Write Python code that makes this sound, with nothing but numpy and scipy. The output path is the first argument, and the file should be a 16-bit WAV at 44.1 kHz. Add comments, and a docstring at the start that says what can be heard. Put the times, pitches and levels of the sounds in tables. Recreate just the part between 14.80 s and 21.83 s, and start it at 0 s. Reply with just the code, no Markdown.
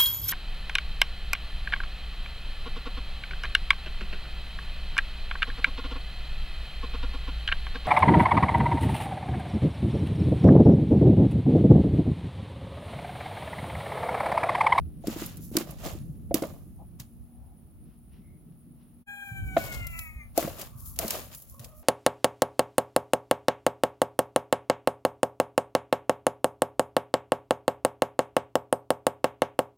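"""Hollow knocks, cracks and dry scrapes: a horse paws at the low rubber tub it feeds from in a farmyard.
Each hoof blow rings the tub's damped modes; grit snaps and dirt drags in showers of tiny collisions,
and the muzzle bumps about in the feed. A chicken gives one long falling squawk that turns raspy as
its period doubles; another calls far off. Insects sizzle in the grass, something hums, and light wind
rumbles on the microphone. The level dips briefly just before the squawk."""
import sys
import numpy as np
from scipy import signal
from scipy.fft import rfft, irfft, next_fast_len
from scipy.io import wavfile

SR = 44100
rng = np.random.default_rng(int(sys.argv[2]) if len(sys.argv) > 2 else 0)


def digitize_waveform(pressure):
    """Quantize a signal to 16-bit integers and store it at the path in sys.argv[1].

    Rows of a 2-D input are taken as channels; values are limited to [-1, 1].
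    """
    field = np.atleast_2d(pressure).T
    bounded = np.clip(field, -1, 1)
    quanta = np.round(bounded * 32767).astype(np.int16)
    wavfile.write(sys.argv[1], SR, quanta)


N = 310023
TIME = np.arange(N) / SR


def from_db(db):
    """Amplitude ratio of a level in decibels."""
    return 10 ** (np.asarray(db) / 20)


def rms_one(x):
    """Normalisation to rms 1."""
    return x / np.sqrt(np.mean(x ** 2) + 1e-20)


def in_time(rows):
    """Linear interpolation of a curve's columns at every sample."""
    times_s, *columns = np.transpose(rows)
    return [np.interp(TIME, times_s, column) for column in columns]


def during(rows, fade_s=0.00595):
    """A gate: 1 while a curve runs, fading to 0 outside it."""
    return np.clip(1 + np.minimum(TIME - rows[0][0], rows[-1][0] - TIME) / fade_s, 0, 1)


def add(track, start_s, sound):
    """Superposition of a sound on a track."""
    start = round(start_s * SR)
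    track[..., start:start + sound.shape[-1]] += sound[..., :N - start]


def panned(db):
    """Left and right gains for an interaural level difference."""
    return from_db(db * np.array([[.5], [-.5]]))


def drift(per_s):
    """Random modulation: straight lines between Gaussian values, rms 1."""
    knots = rng.standard_normal(int(N / SR * per_s) + 2)
    return rms_one(np.interp(TIME * per_s, np.arange(len(knots)), knots))


def noise(spectrum, coherence):
    """Spectrally shaped stereo noise with a given left-right coherence, rms 1."""
    hz, db = np.transpose(spectrum)
    size = next_fast_len(N)
    log_hz = np.log(np.arange(size // 2 + 1) * SR / size + 1)
    gain = from_db(np.interp(log_hz, np.log(hz), db, left=-120, right=-120))
    mid, side = irfft(rfft(rng.standard_normal((2, size))) * gain, size)[:, :N]
    return rms_one(np.sqrt(1 + coherence) * mid + np.sqrt(1 - coherence) * side * [[1], [-1]])


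def band(hz, half_width_hz, coherence):
    """Noise in a single resonance, 25 dB down at its edges."""
    return noise([(hz - half_width_hz, -25), (hz, 0), (hz + half_width_hz, -25)], coherence)


def decay(t60):
    """A quarter second of exponential damping, 60 dB in t60 seconds."""
    return np.exp(-np.log(1000) * TIME[:SR // 4] / t60)


def swell(t60, contact_s):
    """Impact envelope of height 1: vibration grows during contact, then decays."""
    shape = (1 - np.exp(-(TIME[:SR // 4] / contact_s) ** 2)) * decay(t60)
    return shape / shape.max()


def ring(hz, t60, contact_s, phase_rad=0):
    """One struck mode: a damped sinusoid."""
    return swell(t60, contact_s) * np.sin(2 * np.pi * hz * TIME[:SR // 4] + phase_rad)


def surge(peak_s, rise_s, fade_s):
    """Gaussian rise to height 1, then exponential decay; 20 dB in each span."""
    decades = np.where(TIME < peak_s, ((peak_s - TIME) / rise_s) ** 2, (TIME - peak_s) / fade_s)
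    return 10 ** -np.minimum(decades, 10)


def grains(per_s, spread_db, t60):
    """Shot-noise envelope, rms 1: the energies of tiny random collisions add and decay."""
    hits = rng.random(N) < per_s / SR
    power = hits * from_db(spread_db * np.minimum(rng.exponential(1, N), 5)) ** 2
    retained = from_db(-120 / (t60 * SR))
    return rms_one(np.sqrt(signal.lfilter([1], [1, -retained], power + 1e-18)))


def crumbling(spectrum, split_hz, per_s, spread_db, t60, coherence):
    """Granular noise: coarse and fine grains collide independently, below and above a split."""
    whole = noise(spectrum, coherence)
    coarse = signal.sosfiltfilt(signal.butter(2, split_hz, fs=SR, output="sos"), whole)
    return coarse * grains(per_s, spread_db, t60) + (whole - coarse) * grains(per_s, spread_db, t60)


# strength of the wind: time_s, level_db
WIND_LEVEL = [(0, -39), (.25, -46.5), (.95, -47), (1.15, -37), (1.6, -46.5), (2.3, -50.5), (3.1, -54.5),
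              (4.4, -59.5), (4.62, -40), (5.05, -42.5), (5.55, -49.5), (6.25, -45.5), (6.6, -52.5),
              (7.03, -49.5)]
# its rumble: frequency_hz, level_db
WIND_SPECTRUM = [(15, -33.5), (25, -19.5), (38, -5.5), (56, 1.5), (80, -1.5), (125, -5), (165, -13.5),
                 (230, -37.5)]

def wind(gust_db=3, gusts_per_s=14):
    """Turbulence buffets the microphone ports, almost independently on each side."""
    rumble = noise(WIND_SPECTRUM, coherence=-.05)
    return from_db(in_time(WIND_LEVEL)[0] + gust_db * drift(gusts_per_s)) * rumble


# strength of the still air's hiss: time_s, level_db
AIR_LEVEL = [(0, -66.5), (2.8, -68), (4.2, -68.5), (4.3, -63), (5.5, -64), (7.03, -70)]
# its colour: frequency_hz, level_db
AIR_SPECTRUM = [(290, -37), (500, -6), (698, -3), (1000, -11.5), (1340, -11), (1510, -17), (2130, -18.5),
                (2330, -19), (2730, -19.5), (8090, -28.5), (10100, -7), (11800, -17), (16000, -12)]

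def still_air():
    """Diffuse ambient noise, nearly incoherent between the ears."""
    return from_db(in_time(AIR_LEVEL)[0]) * noise(AIR_SPECTRUM, coherence=0.0993)


def hum(level_db=-62.5, pitch_hz=237):
    """Narrowband noise, heard as a low, wavering tone."""
    return from_db(level_db) * band(pitch_hz, half_width_hz=6, coherence=0.97)


# insects in the grass: pitch_hz, chirps_per_s, level_db
INSECT_BUZZES = [(9600, 3.3, -71.5), (10350, 8.3, -68.5), (10850, 5, -75)]

def insects(pace_spread=0.18):
    """Amplitude modulation: each of three insects pulses a high band of noise at its own pace."""
    out = 0
    for hz, chirps_per_s, db in INSECT_BUZZES:
        cycles = rng.random() + np.cumsum(chirps_per_s * (1 + pace_spread * drift(2.7))) / SR
        chirps = np.sin(np.pi * cycles) ** 16
        out = out + from_db(db) * chirps * band(hz, half_width_hz=500, coherence=0.42)
    return out


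def voice(pitch_hz, partials, jitter, flutter_db, throat_hz, throat_width_hz, throat_db, lag_s):
    """Source and filter: a jittering syrinx drives a throat resonance; the right ear hears it later."""
    voiced = pitch_hz > 0
    hz = (pitch_hz * (1 + jitter * drift(350)))[voiced]
    cycles = np.cumsum(hz) / SR - np.array([[0], [lag_s]]) * hz
    out = np.zeros((2, N))
    for multiple, gain in partials:
        detuning = (multiple * hz - throat_hz) * 2 / throat_width_hz
        db = throat_db / (1 + detuning ** 2) + flutter_db * drift(120)[voiced]
        out[:, voiced] += np.sqrt(2) * gain[voiced] * from_db(db) * np.sin(2 * np.pi * multiple * cycles)
    return out


# course of the far chicken's call: time_s, pitch_hz, level_db
FAR_CONTOUR = [(6.71, 539, -91), (6.745, 539.5, -70.5), (6.86, 595, -81), (6.92, 630, -66),
               (7.03, 614, -69)]
# its harmonics: pitch_multiple, level_db
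FAR_PARTIALS = [(1, 4.5), (2, -4), (3, -20), (4, -17)]

def far_chicken():
    """Strong pitch jitter makes a distant chicken's call hoarse."""
    pitch_hz, db = in_time(FAR_CONTOUR)
    level = from_db(db) * during(FAR_CONTOUR)
    partials = [(multiple, from_db(partial_db) * level) for multiple, partial_db in FAR_PARTIALS]
    return voice(pitch_hz * (level > 0), partials, jitter=0.04, flutter_db=2.5,
                 throat_hz=1080, throat_width_hz=150, throat_db=14, lag_s=.0001)


# faint calls across the yard: peak_s, length_s, pitch_hz, half_width_hz, level_db
FAINT_CALLS = [(2.014, 0.05, 796, 520, -54.5), (2.65, .37, 764, 402, -69.5), (3.351, 0.091, 2830, 900, -78),
               (3.496, .18, 2140, 300, -75), (6.015, .32, 1157, 499, -64)]

def far_animals():
    """Blurred animal calls: bands of noise under Gaussian envelopes."""
    out = 0
    for peak_s, length_s, hz, half_width_hz, db in FAINT_CALLS:
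        envelope = np.exp(-(2 * (TIME - peak_s) / length_s) ** 2)
        out = out + from_db(db) * envelope * band(hz, half_width_hz, coherence=0.73)
    return out


# harmonics of the clear squawk: pitch_multiple, level_db
CLEAR_PARTIALS = [(1, -11), (2, -1), (3, -7), (4, -17), (5, -28), (8, -31.5), (9, -21), (10, -30),
                  (11, -22), (13, -29), (15, -25), (16, -25), (17, -28)]
# the same voice with its period doubled: pitch_multiple, level_db
RASPY_PARTIALS = [(1, -17), (1.5, -11), (2, -0.5), (2.5, -18), (3, -2.5), (3.5, -1.5), (4, 5),
                  (10.5, -21.5), (11, -13)]

def squawk(start_s=4.26, end_s=5.5, attack_s=0.026, release_s=.1, rasp_at_s=5.01, rasp_onset_s=0.12):
    """Period doubling: as a chicken's breath runs out, pitch and level sink and the voice rasps."""
    start_hz, start_db = 812.6, -44.5
    sag_hz, sag_db, waver_hz, waver_db = 169.1, 17, 4, 3   # reached after one second
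    age_s = np.maximum(TIME - start_s, 0)
    spent, fatigue = age_s ** 1.55, np.sqrt(age_s)
    gate = np.clip(np.minimum(age_s / attack_s, (end_s - TIME) / release_s), 0, 1)
    level = from_db(start_db - sag_db * spent + waver_db * fatigue * drift(per_s=26)) * gate
    pitch_hz = start_hz - sag_hz * spent + waver_hz * fatigue * drift(per_s=26)
    rasp = .5 + .5 * np.tanh((TIME - rasp_at_s) / rasp_onset_s)
    clear = [(multiple, from_db(db) * level * (1 - rasp)) for multiple, db in CLEAR_PARTIALS]
    raspy = [(multiple, from_db(db) * level * rasp) for multiple, db in RASPY_PARTIALS]
    call = voice(pitch_hz * (level > 0), clear + raspy, jitter=0.0024 + 0.0115 * rasp, flutter_db=2.04,
                 throat_hz=2122, throat_width_hz=256, throat_db=14.5, lag_s=0.00016)
    return panned(db=4) * call


# how busily the muzzle works in the feed: time_s, level_db
RUMMAGE_LEVEL = [(0, -48.5), (.35, -46.5), (1.5, -45.5), (2.2, -53.5), (3, -56), (3.5, -53), (4.22, -54.5),
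                 (4.38, -68), (4.58, -49), (4.9, -48), (5.15, -63.5), (5.8, -56), (7.03, -62)]
# feed shoved about in the tub: frequency_hz, level_db
RUMMAGE_SPECTRUM = [(53, -44), (90, -11), (167, -1.5), (241, -8), (259, -12), (297, -11.5), (492, -29),
                    (700, -36.5), (910, -63), (1540, -120)]
# the lips gather a mouthful: peak_s, level_db
MOUTHFUL_RUSTLES = [(3.11, -75.5), (3.35, -70.5), (4.02, -72.5)]
# dry crumbs, of feed or of dirt: frequency_hz, level_db
CRUMB_SPECTRUM = [(470, -30), (800, -1.5), (1130, -2), (2180, -6.5), (2750, -4), (3100, -5), (4830, -13.5),
                  (5500, -10), (7150, -34), (12100, -120)]

def feeding(nuzzle_db=2, nuzzles_per_s=15, crunch_db=-34.5):
    """Friction noise: the lips push the feed and let go; bits crunch and each mouthful rustles."""
    effort = from_db(in_time(RUMMAGE_LEVEL)[0] + nuzzle_db * drift(nuzzles_per_s))
    crunches = effort * from_db(crunch_db) * grains(per_s=45, spread_db=1.0, t60=.09)
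    rustles = sum(from_db(db) * surge(s, rise_s=0.046, fade_s=0.12) for s, db in MOUTHFUL_RUSTLES)
    rummage = effort * noise(RUMMAGE_SPECTRUM, coherence=0.84)
    return rummage + (crunches + rustles) * noise(CRUMB_SPECTRUM, coherence=.6)


# soft blows of hoof and muzzle: start_s, level_db, pitch_hz
SOFT_BLOWS = [(0.056, -28, 72), (.503, -37, 96), (.89, -34.5, 148), (1.059, -38, 159), (1.129, -28.5, 88),
              (1.21, -31, 137), (1.292, -30, 145), (1.69, -38, 102), (2.198, -37, 123.6), (3.389, -40, 185),
              (4.513, -31.5, 111), (4.621, -30, 84.6), (4.649, -25, 62.4), (5.358, -30.5, 65),
              (5.64, -31.5, 159), (5.952, -37, 110), (6.796, -36.5, 118)]

def thuds(t60=0.086, contact_s=0.0054):
    """Heavy damping: soft ground and feed absorb a blow in a few slow cycles."""
    out = np.zeros(N)
    for start_s, db, hz in SOFT_BLOWS:
        add(out, start_s, from_db(db) * ring(hz, t60, contact_s))
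    return out


# spectra of snapping stone and of fine sand: frequency_hz, level_db
STONE_SPECTRUM = [(600, -10), (1500, -7.5), (2500, -4), (5000, 1.5), (8500, -1.5), (12000, -2),
                  (16500, -5.5)]
SAND_SPECTRUM = [(3000, -24), (7000, -6.5), (8500, -13), (11000, 2), (14000, -1.5), (16500, -1)]
# grit crushed under the hoof: start_s, level_db, sand_share
GRIT_CRACKS = [(.271, -32, 0), (.461, -34.5, 1), (0.57, -45, 0.93), (0.7675, -15.5, .25), (.784, -34.5, .4),
               (.908, -44, 1), (1.5424, -17, .62), (1.548, -41, 0.5), (1.622, -39, .05), (2.1993, -39, .2),
               (4.924, -41, .4), (4.944, -39.5, .05), (5.068, -35.5, 0.9), (5.19, -31.5, 0.84),
               (5.5768, -20, 0.66), (5.796, -40, 0.66), (5.814, -34.5, .4), (6.059, -40, 1),
               (6.16, -45, 0.84), (6.1896, -19, 0.82), (6.28, -28, 0.56), (6.3062, -20.5, .2),
               (6.548, -39.5, 0.77), (6.62, -44, 1), (6.795, -45, 0.5), (6.844, -42, 0)]

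def cracks(toe_db=-4, toe_t60=0.0022, heel_delay_s=0.0024, heel_db=-6):
    """Brittle fracture: grit snaps under the toe, crumbles, and bursts again as the heel follows."""
    crush = np.zeros((2, N))
    for start_s, db, sand_share in GRIT_CRACKS:
        t60 = 0.023 * .5 ** ((db + 19.5) / 21)   # halves for every 21 dB of added strength
        height = from_db(db) * np.sqrt([[1 - sand_share], [sand_share]])
        add(crush, start_s, height * (decay(t60) + from_db(toe_db) * decay(toe_t60)))
        add(crush, start_s + heel_delay_s, height * from_db(heel_db) * decay(t60 / 2))
    stone = crush[0] * noise(STONE_SPECTRUM, coherence=0.44)
    sand = crush[1] * noise(SAND_SPECTRUM, coherence=.2)
    return (stone + sand) * grains(per_s=9000, spread_db=2, t60=0.0019)


# spectra of rolling grit and of the rubbed tub: frequency_hz, level_db
GRIT_SPECTRUM = [(2060, -37), (3500, -7), (5000, -5.5), (5860, -8.5), (6780, -0.5), (8530, -9), (9620, -5),
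                 (15000, 0.5), (16000, -11)]
RUB_SPECTRUM = [(120, -32), (200, -6), (318, -9.5), (373, -7.5), (477, -5), (593, 1), (958, -17),
                (1040, -13), (1200, -10.5), (1560, -41), (2640, -120)]
# the hoof drags through dirt: peak_s, level_db, rise_s, fade_s, relative_rub_db
HOOF_DRAGS = [(.33, -42.5, 0.09, 0.0947, -5), (0.424, -40.5, 0.11, 0.16, -10.5),
              (0.766, -46, 0.045, .05, -1), (.812, -39, 0.0531, .045, -1), (.91, -53, 0.08, .12, 5),
              (1.02, -51, .07, 0.06, -5), (1.069, -39, .055, 0.11, 1), (1.558, -38, -0.01, 0.0656, 1),
              (1.64, -50.5, 0.02, 0.15, 8.5), (2.205, -50.5, -0.0155, .05, -13),
              (4.787, -42, 0.0225, 0.1158, 0), (4.865, -43, 0.1157, 0.0838, -0.5),
              (4.94, -46.5, 0.0735, 0.16, -3), (5.595, -37, 0.0383, 0.1971, 1.5),
              (5.825, -44.5, 0.1, 0.09, -3), (6.215, -39.5, 0.0374, 0.28, 0.5),
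              (6.35, -38, 0.1278, .14, -2), (6.537, -49, 0.04, .04, -6), (6.83, -57.5, 0.05, 0.15, 2)]
# sand flung from the swinging hoof: peak_s, level_db
SAND_SPRAYS = [(.65, -46), (.738, -48.5), (4.48, -58.5), (4.68, -59.5), (5.13, -51), (5.199, -45.5),
               (6.01, -49), (6.085, -45), (6.58, -48), (6.71, -51.5), (6.85, -57), (6.99, -56.5)]

def scrapes(dirt_db=-3, pebble_db=-12, settle_db=-17.5, settle_s=.45):
    """Sliding friction: the hoof rolls grit, ploughs dirt and judders on the tub; sand falls after."""
    pressure, rub, sand = np.zeros((3, N))
    for peak_s, db, rise_s, fade_s, rub_db in HOOF_DRAGS:
        drag = from_db(db) * surge(peak_s, rise_s, fade_s)
        pressure = np.maximum(pressure, drag)
        rub = np.maximum(rub, from_db(rub_db) * drag)
        sand = np.maximum(sand, from_db(db + settle_db) * surge(peak_s, rise_s, settle_s))
    for peak_s, db in SAND_SPRAYS:
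        sand = np.maximum(sand, from_db(db) * surge(peak_s, rise_s=0.063, fade_s=0.14))
    grit = crumbling(GRIT_SPECTRUM, split_hz=8500, per_s=1800, spread_db=2.5, t60=0.0062, coherence=0.3)
    trickle = crumbling(SAND_SPECTRUM, split_hz=9000, per_s=1800, spread_db=2, t60=0.007, coherence=.3)
    dirt = crumbling(CRUMB_SPECTRUM, split_hz=2050, per_s=960, spread_db=1, t60=0.01, coherence=0.14)
    pebbles = grains(per_s=75, spread_db=3, t60=0.0066) * noise(STONE_SPECTRUM, coherence=0.45)
    judder = rub * grains(per_s=250, spread_db=-0.5, t60=0.032) * noise(RUB_SPECTRUM, coherence=0.75)
    ground = pressure * (grit + from_db(dirt_db) * dirt + from_db(pebble_db) * pebbles)
    return ground + sand * trickle, judder


# modes of the rubber tub: frequency_hz, level_db, t60_s
TUB_MODES = [(165.2, -6, 0.044), (223.6, -0.5, 0.1), (285, -5, 0.091), (325, 2.5, 0.051),
             (410, -5.5, 0.018), (553, -4.5, 0.046), (674.4, -3, 0.054), (744.5, -13, 0.059)]
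# clack of its stiff rim: frequency_hz, level_db
RIM_SPECTRUM = [(800, -14), (1100, -1.5), (1500, -0.5), (1800, -7.5), (2150, -1.5), (2700, -14.5),
                (3800, -15), (4800, -32), (9000, -37)]
# the hoof strikes a part of the tub: start_s, level_db, pitch_hz, hardness_db
HOOF_BLOWS = [(.238, -31.5, 590, -27.5), (.271, -23, 274, -20), (.281, -16.5, 294, -24),
              (0.362, -25, 364, -21), (.419, -23.5, 350, -8.5), (.715, -30.5, 231, -25),
              (.753, -18, 336, -17), (.771, -15.5, 336, -6.5), (.808, -23.5, 348, -7),
              (1.062, -32, 400, -16), (1.15, -32, 330, -24), (1.509, -19, 557, -26.5),
              (1.5423, -12, 350, -21), (1.621, -19, 447, -14), (1.634, -22.5, 504, -6),
              (4.765, -10, 680, -4), (5.576, -10.5, 614, -21), (5.626, -29, 413, 1.5),
              (5.648, -25.5, 245, -3), (5.673, -22.5, 560, -12), (6.19, -28.5, 745, -8),
              (6.227, -28.5, 706, 0.5), (6.248, -25, 237, -6)]

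def knocks(falloff_db_per_octave=15, rim_db=-11, rim_t60=0.037, ear_phase_rad=0.27):
    """Modal vibration: a blow excites mostly the modes of the part struck; hard ones clack the rim."""
    walls, rim = np.zeros((2, N)), np.zeros(N)
    for start_s, db, struck_hz, hardness_db in HOOF_BLOWS:
        contact_s = 5e-6 * struck_hz   # higher-pitched parts of the wall yield for longer
        wall = 0
        for hz, mode_db, t60 in TUB_MODES:
            octaves_away = abs(np.log2(hz / struck_hz))
            strength = from_db(mode_db - falloff_db_per_octave * octaves_away + rng.normal(0, 0.71))
            shifted_hz = hz * rng.normal(1, .02)   # the soft tub deforms from blow to blow
            wall = wall + strength * ring(shifted_hz, t60, contact_s, rng.normal(0, ear_phase_rad, (2, 1)))
        add(walls, start_s, from_db(db) * wall / abs(wall).max())
        add(rim, start_s, from_db(db + hardness_db + rim_db) * swell(rim_t60, contact_s))
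    return walls + rim * noise(RIM_SPECTRUM, coherence=0.65)


def off_axis(x, shade_db=-4.5, above_hz=8970, facing_s=1.7):
    """Directivity: the treble is shaded until the microphone has turned to face the horse."""
    treble = signal.sosfiltfilt(signal.butter(2, above_hz, "high", fs=SR, output="sos"), x)
    aside = np.clip(2 * (facing_s - TIME), 0, 1)
    return x + (from_db(shade_db * aside) - 1) * treble


def yard(x, t60, cutoff_hz):
    """Reverberation: scattered echoes from shed, fence and ground, different at each ear."""
    t = TIME[:SR // 2]
    tail = rng.standard_normal((2, len(t))) * from_db(-60 * t / t60) * (t > .006)
    tail /= np.sqrt(np.sum(tail[0] ** 2))
    dulled = signal.sosfilt(signal.butter(1, cutoff_hz, fs=SR, output="sos"), tail)
    return signal.fftconvolve(x, dulled, axes=1)[:, :N]


# where the hoof meets the ground: time_s, left_minus_right_db
HOOF_POSITION = [(.3, 0), (.77, -2.5), (1.55, -4.5), (2.2, -1.5), (4.8, 5), (7, 0)]

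def scene(hoof_echo_db=-21, animal_echo_db=-13, dip_s=4.251, dip_length_s=0.038, dip_db=-30):
    """Superposition of the near horse, farther animals, echoes and background; the sum dips once."""
    scraping, judder = scrapes()
    tub = knocks() + judder
    hoof = tub + (cracks() + off_axis(scraping)) * panned(in_time(HOOF_POSITION)[0])
    animals = squawk() + far_chicken() + far_animals()
    echoes = from_db(hoof_echo_db) * yard(hoof, t60=0.64, cutoff_hz=5240)
    echoes += from_db(animal_echo_db) * yard(animals, t60=0.28, cutoff_hz=6000)
    horse = hoof + thuds() + feeding()
    background = wind() + still_air() + hum() + insects()
    dip = from_db(dip_db * np.exp(-(2 * (TIME - dip_s) / dip_length_s) ** 2))
    return (background + echoes + animals + horse) * dip


def record(dry, cutoff_hz=16000):
    """Band limiting: a steep elliptic low-pass removes the highest treble."""
    return signal.sosfilt(signal.ellip(10, .2, 80, cutoff_hz, fs=SR, output="sos"), dry)


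dry = scene()
out = record(dry)
digitize_waveform(out)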